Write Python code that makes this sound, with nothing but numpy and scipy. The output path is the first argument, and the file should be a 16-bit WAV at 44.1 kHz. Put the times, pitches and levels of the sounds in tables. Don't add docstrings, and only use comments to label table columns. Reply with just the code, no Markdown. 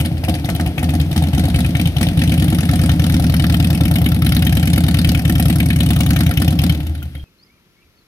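import sys
import numpy as np
from scipy import signal
from scipy.fft import rfft, irfft, next_fast_len
from scipy.io import wavfile
from scipy.ndimage import uniform_filter1d

SR = 44100
rng = np.random.default_rng(int(sys.argv[2]) if len(sys.argv) > 2 else 0)


def how_loud(loudness_db):
    steps = np.asarray(loudness_db, float) / 20
    return 10 ** steps


def transcribe(signal):
    frames = np.atleast_2d(signal).T
    limited = np.clip(frames, -1, 1)
    pcm = np.round(limited * 32767).astype(np.int16)
    wavfile.write(sys.argv[1], SR, pcm)


N = 355887
TIME = np.arange(N) / SR
SWITCH_OFF_S, CUT_S = 6.74, 7.241

# t/s, delay/ms, thump share, hiss level/dB
WALL = [(0, 8.3, 0.23, 4.5), (.7, 11.5, 0.27, -1.5), (1.3, 14.7, 0.64, 1.5), (1.85, 16.4, 0.066, 3),
        (2.65, 21.4, 0.13, 1.5), (3.05, 24.2, 0.14, -2), (3.85, 26.4, 0.27, -2.5), (7.2, 27, .21, -7)]
# t/s, valve gear/dB, silencer bark/dB, top fizz/dB
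RUNNING = [(0, -43, 3, -8), (1.5, -40.5, 1.5, -9), (3, -38.5, -.8, -8), (4, -44.5, -2.2, -2.5),
           (6.7, -42, -1.5, -4.3), (7.24, -53, 1, 1)]
# f/Hz, density/dB per Hz
JET_SPECTRUM = [(590, -15), (1000, -16.5), (1110, -11.5), (1360, -5.5), (2000, -5), (2220, -5),
                (2810, -5.5), (3050, -5), (3390, -5.5), (5810, -12), (7260, -18.5), (9070, -9),
                (12500, -4.5), (15700, -10.5), (16500, -28)]


def unit(x):
    return x / np.sqrt(np.mean(x ** 2) + 1e-20)


def along(points, hz):
    f, v = np.transpose(points)
    return np.interp(np.log(hz + 1), np.log(f + 1), v)


def curves(rows, at_s):
    s, *cols = np.transpose(rows)
    return [np.interp(at_s, s, c) for c in cols]


def filtered(x, response):
    m = next_fast_len(N + SR // 2)
    return irfft(rfft(x, m) * response(np.fft.rfftfreq(m, 1 / SR)), m)[..., :N]


def modes(table, f):
    return sum(g * 1j * f * w / (c * c - f * f + 1j * f * w) for c, w, g in table)


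def placed(rows, times_s):
    at = np.round(times_s * SR).astype(int)[:, None] + np.arange(rows.shape[1])
    return np.bincount(np.clip(at, 0, N).ravel(), rows.ravel(), N + 1)[:N]


def firings():
    # t/s, crank speed/rpm
    speed = [(0, 936.6), (.443, 1245.6), (.526, 1061.3), (1.334, 1086.4), (1.678, 1209.3), (1.686, 1135.5),
             (2.692, 1164.9), (2.919, 1166.8), (3.264, 1211.7), (3.59, 1169.2), (3.948, 1143.6),
             (4.185, 1194.7), (4.854, 1134.6), (5.212, 1205.2), (5.228, 1157.6), (6.114, 1203.9),
             (6.587, 1063.9), (6.9, 1411.3)]
    # t/s, thump/dB, hiss peak/dB, rear outlet's extra hiss/dB
    near = [(0, -9, -27, 1.7), (1, -3.5, -24, 2.5), (2.2, -0.6, -23, 2), (3.2, -0.2, -21, 1.5),
            (4.8, -0.25, -20, 2.5), (6.7, 0, -18, 2)]
    # t/s, thump/dB, hiss/dB, both against a full one
    uneven = [(0.001, 6, 6.5), (0.047, 4, 1), (0.116, 0.9, -12.6), (0.17, -25.5, -12.5), (0.284, 5, 4),
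              (0.392, -15.5, -12), (0.488, 1, 4), (0.71, -23, -32), (0.78, -3, 1), (1.045, -8.5, -15.9),
              (1.113, -3.6, -1.7), (1.163, 1.94, 4), (1.269, -2.2, -7), (1.379, 2.5, 0.5),
              (1.481, -1.14, -4.5), (1.689, -3.5, -9.5), (1.905, -37, -22.2), (2.01, 1.3, 5),
              (2.068, -2.5, -0.5), (2.111, -3, -14.4), (2.584, -2.5, -0.5), (2.63, -2, -1.5), (2.892, 3, 2),
              (2.937, -3.0, -10), (3.748, -2.5, -1.5), (4.163, -2.5, -10), (4.422, -0.44, 1.5),
              (5.191, -5.5, -5.5), (6.31, -6, -4), (6.525, -1.2, -10)]
    # t/s, thump/dB, hiss peak/dB
    rundown = [(6.7466, -9, -27.5), (6.8021, -10, -29.5), (6.8662, -18, -29), (6.9494, -20, -35),
               (7.0261, -22, -33), (7.1498, -21.5, -39)]
    strokes = 129
    first_cycle, rear_after_cycle = .0138, .435
    late_s, stumble_s, recover_per_stroke = .0025, .01266, .481
    rear_thump_db, thump_scatter_db, hiss_scatter_db = 2.5, 0.2, 0.7

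    stroke = np.arange(strokes)
    rear = stroke % 2
    cycles = np.cumsum(curves(speed, TIME)[0]) / 120 / SR
    s = np.interp(stroke // 2 + first_cycle + rear_after_cycle * rear, cycles, TIME)

    odd_s, *odd_db = np.transpose(uneven)
    change_db = np.zeros((2, strokes))
    change_db[:, np.abs(s[:, None] + .005 - odd_s).argmin(axis=0)] = odd_db

    drag_s = np.where(stroke == 0, late_s, stumble_s * stroke * recover_per_stroke ** stroke)
    s = s + np.convolve(1 - how_loud(change_db[0]), drag_s)[:strokes]

    scatter_db = rng.standard_normal((2, strokes)) * [[thump_scatter_db], [hiss_scatter_db]]
    thump_db, hiss_db, rear_hiss_db = curves(near, s)
    full_db = np.array([thump_db + rear * rear_thump_db, hiss_db + rear * rear_hiss_db])
    powered = np.vstack([np.abs(s), full_db + change_db + scatter_db])
    return np.hstack([powered, np.transpose(rundown)])


def thumps(fired):
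    # centre f/Hz, width/Hz, signed strength
    front_pipe = [(79.5, 12.8, -18.1), (116.5, 9.3, 5.0), (146.1, 14.4, 6.7), (159.7, 9.2, 5.0),
                  (273.3, 21.3, 41.7), (281.7, 11.3, -172.6), (285.1, 6.1, 182.2)]
    rear_pipe = [(73.2, 10.9, 5.1), (90.4, 14.4, -48.0), (94.4, 16.2, 32.3), (171.0, 13.6, 61.6),
                 (171.4, 17.2, -53.6), (250.0, 14.0, 13.7), (298.2, 6.5, -18.4)]
    s, db, _ = fired
    delay_ms, share, _ = curves(WALL, s)
    size = 20 * how_loud(db)[:, None]
    start_s = s + .002
    echo_s = start_s + delay_ms / 1000
    out = 0
    for first, pipe, late_ms in ((0, front_pipe, -1.27), (1, rear_pipe, -.06)):
        turn = slice(first, None, 2)
        pulses = placed(size[turn], start_s[turn])
        pulses = pulses + placed((share[:, None] * size)[turn], echo_s[turn])
        out = out + filtered(pulses, lambda f: modes(pipe, f) * np.exp(-2j * np.pi * f * (late_ms - 2) / 1000))

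    def low_cut(f):
        high_pass = -f * f / (92 ** 2 - f * f + 1j * f * 92 / 2.87)
        return high_pass / (1 + 1j * f / 150) ** 2

    def paving(f):
        return 1 + .93 * np.exp(-2j * np.pi * f * .00535)

    return how_loud(1.63) * filtered(out, lambda f: low_cut(f) * paving(f))


def bursts(times_s, db, rise_s, fast_t60_s, slow_t60_s, tail_db, peaky_db):
    t = np.arange(4096) / SR
    onset = 1 - np.exp(-(t / rise_s) ** 3)
    white = rng.standard_normal((len(times_s), 2049))
    white = white + np.roll(white, 2, axis=0) + np.roll(white, 4, axis=0)
    narrow = unit(uniform_filter1d(white, size=16, axis=1))
    wide = unit(uniform_filter1d(white, size=160, axis=1))
    colour = how_loud(peaky_db * unit(narrow + wide))
    spectra = rfft(rng.standard_normal((2, len(times_s), len(t)))) * colour
    spectra = spectra / np.sqrt(np.mean(np.abs(spectra) ** 2, axis=2, keepdims=True) / len(t))

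    dull = 1 / np.sqrt(1 + (np.fft.rfftfreq(len(t), 1 / SR) / 5000) ** 2)
    head = onset * how_loud(-60 * t / fast_t60_s)
    tail = onset * how_loud(tail_db - 60 * t / slow_t60_s)
    rows = irfft(spectra) * head / head.max() + irfft(spectra * dull) * tail
    return np.array([placed(r * how_loud(db)[:, None], times_s) for r in rows])


def hiss(fired):
    # f/Hz, level/dB
    wall_tilt = [(900, -12.5), (2000, -1), (4500, 0.5), (9000, 4), (16000, -4)]
    # f/Hz, width/Hz, level/dB
    tube_modes = [(1349, 44, -2.5), (1823, 79, -2.5), (2232, 95, -0.5), (2550, 104, -3.5), (3027, 290, -1),
                  (3660, 160, -2.5)]
    s, _, db = fired
    delay_ms, _, wall_db = curves(WALL, s)
    jet = bursts(s - .002, db + 10.0, rise_s=.0048, fast_t60_s=.024, slow_t60_s=.17, tail_db=-5.0, peaky_db=4.0)
    echo_db = db + 6.5 + wall_db + 0.73 * rng.standard_normal(len(s))
    echo = bursts(s + delay_ms / 1000, echo_db, rise_s=.0019, fast_t60_s=.024, slow_t60_s=.19,
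                  tail_db=-3.0, peaky_db=3.0)

    ends = [(c, w, how_loud(mode_db + 2.5)) for c, w, mode_db in tube_modes]
    direct = filtered(jet, lambda f: how_loud(along(JET_SPECTRUM, f) - 2.5) * (1 + modes(ends, f)))
    wall = filtered(echo, lambda f: how_loud(along(JET_SPECTRUM, f) + along(wall_tilt, f)))
    both = direct + wall
    fizz = filtered(both, lambda f: 1 / (1 + (11000 / (f + 1)) ** 8))
    return both + (how_loud(curves(RUNNING, TIME)[2]) - 1) * fizz


def cracks(fired):
    crack_db, t60_s, lowest_hz = 1.5, .004, 9500
    s, _, db = fired
    t = np.arange(400) / SR
    level_db = db + crack_db + 3 * rng.standard_normal(len(s))
    snap = rng.standard_normal((len(s), len(t))) * how_loud(-60 * t / t60_s) * how_loud(level_db)[:, None]
    high = filtered(placed(snap, s + .001), lambda f: 1 / (1 + (lowest_hz / (f + 1)) ** 6))
    return high * np.array([[1], [.3]])


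def silencer(fired):
    # f/Hz, width/Hz, level/dB
    chambers = [(316, 10, 13), (525.4, 24, 3), (716.5, 67, 3.5), (905, 47, -12)]
    s, thump_db, hiss_db = fired
    db = 0.27 * thump_db + 0.52 * hiss_db + 6.5 + curves(RUNNING, s)[1]
    puff = bursts(s - .003, db, rise_s=.00078, fast_t60_s=.01, slow_t60_s=.38, tail_db=-11.5, peaky_db=-3.0)
    echo_s = s + curves(WALL, s)[0] / 1000
    echo = bursts(echo_s, db - 7, rise_s=.0016, fast_t60_s=.015, slow_t60_s=.15, tail_db=-10, peaky_db=1.6)
    ringing = [(c, w, (-1) ** k * how_loud(mode_db)) for k, (c, w, mode_db) in enumerate(chambers)]
    return filtered((puff + echo) * np.array([[1], [.4]]), lambda f: modes(ringing, f))


def coasting():
    # t/s of the top, level/dB
    pumps = [(.2, -20), (.42, -19), (.745, -25), (1.085, -19), (1.93, -20), (6.78, -26), (6.83, -26),
             (6.906, -15), (6.99, -18.5), (7.06, -18.5), (7.16, -27), (7.235, -23)]
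    # t/s, f/Hz, level/dB, t60/s
    clack = (7.022, 1420, -31, .06)
    hot_pipe_hz, pipe_hz, sag_from_s, sag_hz_per_s = 84, 77.8, 7.12, 80
    fall_db_per_s = 300
    cooling_hz = pipe_hz - sag_hz_per_s * np.clip(TIME - sag_from_s, 0, None)
    phase = 2 * np.pi * np.cumsum(np.where(TIME < SWITCH_OFF_S, hot_pipe_hz, cooling_hz)) / SR
    swell = sum(how_loud(db - fall_db_per_s * np.abs(TIME - s)) for s, db in pumps)
    pipe_hum = swell * (np.sin(phase) + how_loud(-11) * np.sin(1.7 * phase))

    s, clack_hz, clack_db, t60_s = clack
    t = np.clip(TIME - s, 0, None)
    return pipe_hum + how_loud(clack_db - 60 * t / t60_s) * np.sin(2 * np.pi * clack_hz * t)


def running():
    # f/Hz, density/dB per Hz
    rumble_spectrum = [(15, -79), (25, -65), (55, -4), (75, -3.5), (102, -9.5), (160, -8), (204, -15),
                       (288, -9), (389, -27), (667, -24.5), (900, -35), (1170, -44), (1980, -120)]
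    # t/s, level/dB
    gas = [(0, -25.5), (4, -22), (6.75, -25.5), (6.95, -28.5), (7.24, -41.5)]
    dulling_db_per_s = 25
    rumble = unit(filtered(rng.standard_normal((2, N)), lambda f: how_loud(along(rumble_spectrum, f))))
    upper = filtered(rumble, lambda f: 1 / (1 + (200 / (f + 1)) ** 4))
    upper_gain = how_loud(-dulling_db_per_s * np.clip(TIME - SWITCH_OFF_S, 0, None))
    rumble = rumble + (upper_gain - 1) * upper
    whirr = filtered(rng.standard_normal((2, N)), lambda f: how_loud(along(JET_SPECTRUM, f)) / (1 + (f / 9000) ** 2))
    gas_noise = how_loud(curves(gas, TIME)[0]) * rumble * np.array([[1], [.5]])
    return gas_noise + how_loud(curves(RUNNING, TIME)[0]) * unit(whirr)


def ports(pair, lead_ms):
    # f/Hz, left over right/dB
    left = [(60, -0.5), (110, 1.5), (200, -0.5), (380, 1), (700, 0), (1290, -0.5), (2380, 5), (4400, 4.5),
            (8120, 1.5), (13000, 4)]
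    # f/Hz, correlation 0-1
    alike = [(60, 0.71), (300, 0.89), (700, 0.63), (1500, 0.75), (3000, 0.52), (6000, 0.15), (15000, 0)]

    def mix_angle(hz):
        return np.arccos(np.clip(along(alike, hz), 0, 1)) / 2

    def half(hz):
        return how_loud(along(left, hz) / 2) * np.exp(1j * np.pi * hz * lead_ms / 1000)

    a, b = filtered(pair, lambda hz: np.array([np.cos(mix_angle(hz)), np.sin(mix_angle(hz))]))
    return filtered(np.array([a + b, a - b]), lambda hz: np.array([half(hz), 1 / half(hz)]))


def birds():
    # t/s, length/s, f/Hz, rise/Hz, level/dB
    arches = [
        (7.385, 0.096, 4150, 950, -56.5),
        (7.453, 0.14, 2100, 310, -63),
        (7.76, .115, 2170, 230, -62),
    ]
    # t/s, length/s, f/Hz, change/Hz, level/dB
    slides = [(6.95, 0.05, 3870, -50, -53.5), (6.985, 0.065, 3230, -40, -54), (7.147, .097, 3215, 22, -49),
              (7.245, 0.042, 2570, -40, -60), (7.81, .035, 2720, -150, -62), (7.96, 0.077, 4500, -800, -65)]

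    def arch(u):
        return np.abs(np.sin(np.pi * u ** 1.9))

    def slide(u):
        return u ** 2.5

    out = np.zeros(N)
    warble = 1 + .008 * unit(uniform_filter1d(rng.standard_normal(N), size=150))
    for notes, bend in ((arches, arch), (slides, slide)):
        for s, length_s, hz, change_hz, db in notes:
            u = np.clip((TIME - s) / length_s, 0, 1)
            swell = np.abs(np.sin(np.pi * u)) ** 0.5 * (u < 1)
            phase = 2 * np.pi * np.cumsum((hz + change_hz * bend(u)) * warble) / SR
            out += swell * how_loud(db) * np.sin(phase)
    flutter = unit(uniform_filter1d(rng.standard_normal((2, N)), size=300, axis=1))
    return out * how_loud(5.5 * flutter)


def field():
    # f/Hz, density/dB per Hz
    air_spectrum = [(18, -48), (30, -4.5), (233, -6), (801, -21.5), (1320, -17.5), (1430, -20.5),
                    (2230, -18), (5740, -24), (7870, -34.5), (12000, -25.5), (16000, -39)]
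    # t/s, level/dB, length/s
    gusts = [
        (7.5, -60, .05),
        (7.862, -55, .025),
    ]
    # f/Hz, level/dB
    machinery = [(172.3, -69), (355.3, -73), (414.5, -73), (532.9, -87), (1362, -76)]
    air = unit(filtered(rng.standard_normal((2, N)), lambda f: how_loud(along(air_spectrum, f))))
    nudge = unit(filtered(rng.standard_normal(N), lambda f: modes([(75, 35, 1)], f) ** 2))
    push = sum(how_loud(db) * np.exp(-((TIME - s) / length_s) ** 2) for s, db, length_s in gusts)
    hum = sum(how_loud(db) * np.sin(2 * np.pi * hz * TIME) for hz, db in machinery)
    return how_loud(-57) * ports(air, lead_ms=-0.13) + push * nudge + hum


def scene():
    fired = firings()
    low = (thumps(fired) + coasting()) * np.array([[1], [.05]])
    engine = low + hiss(fired) + cracks(fired) + silencer(fired) + running()
    return ports(engine, lead_ms=.16) * (TIME < CUT_S) + field() * (TIME > CUT_S) + birds()


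def band_limit(x):
    return signal.sosfilt(signal.butter(12, 16970, fs=SR, output="sos"), x)


def record(dry):
    soft = dry / (1 + np.abs(dry / 1.1) ** 6) ** (1 / 6)
    mix = filtered(soft, lambda f: 1 / (1 + (f / 15900) ** 60))
    return band_limit(mix)


dry = scene()
out = record(dry)
transcribe(out)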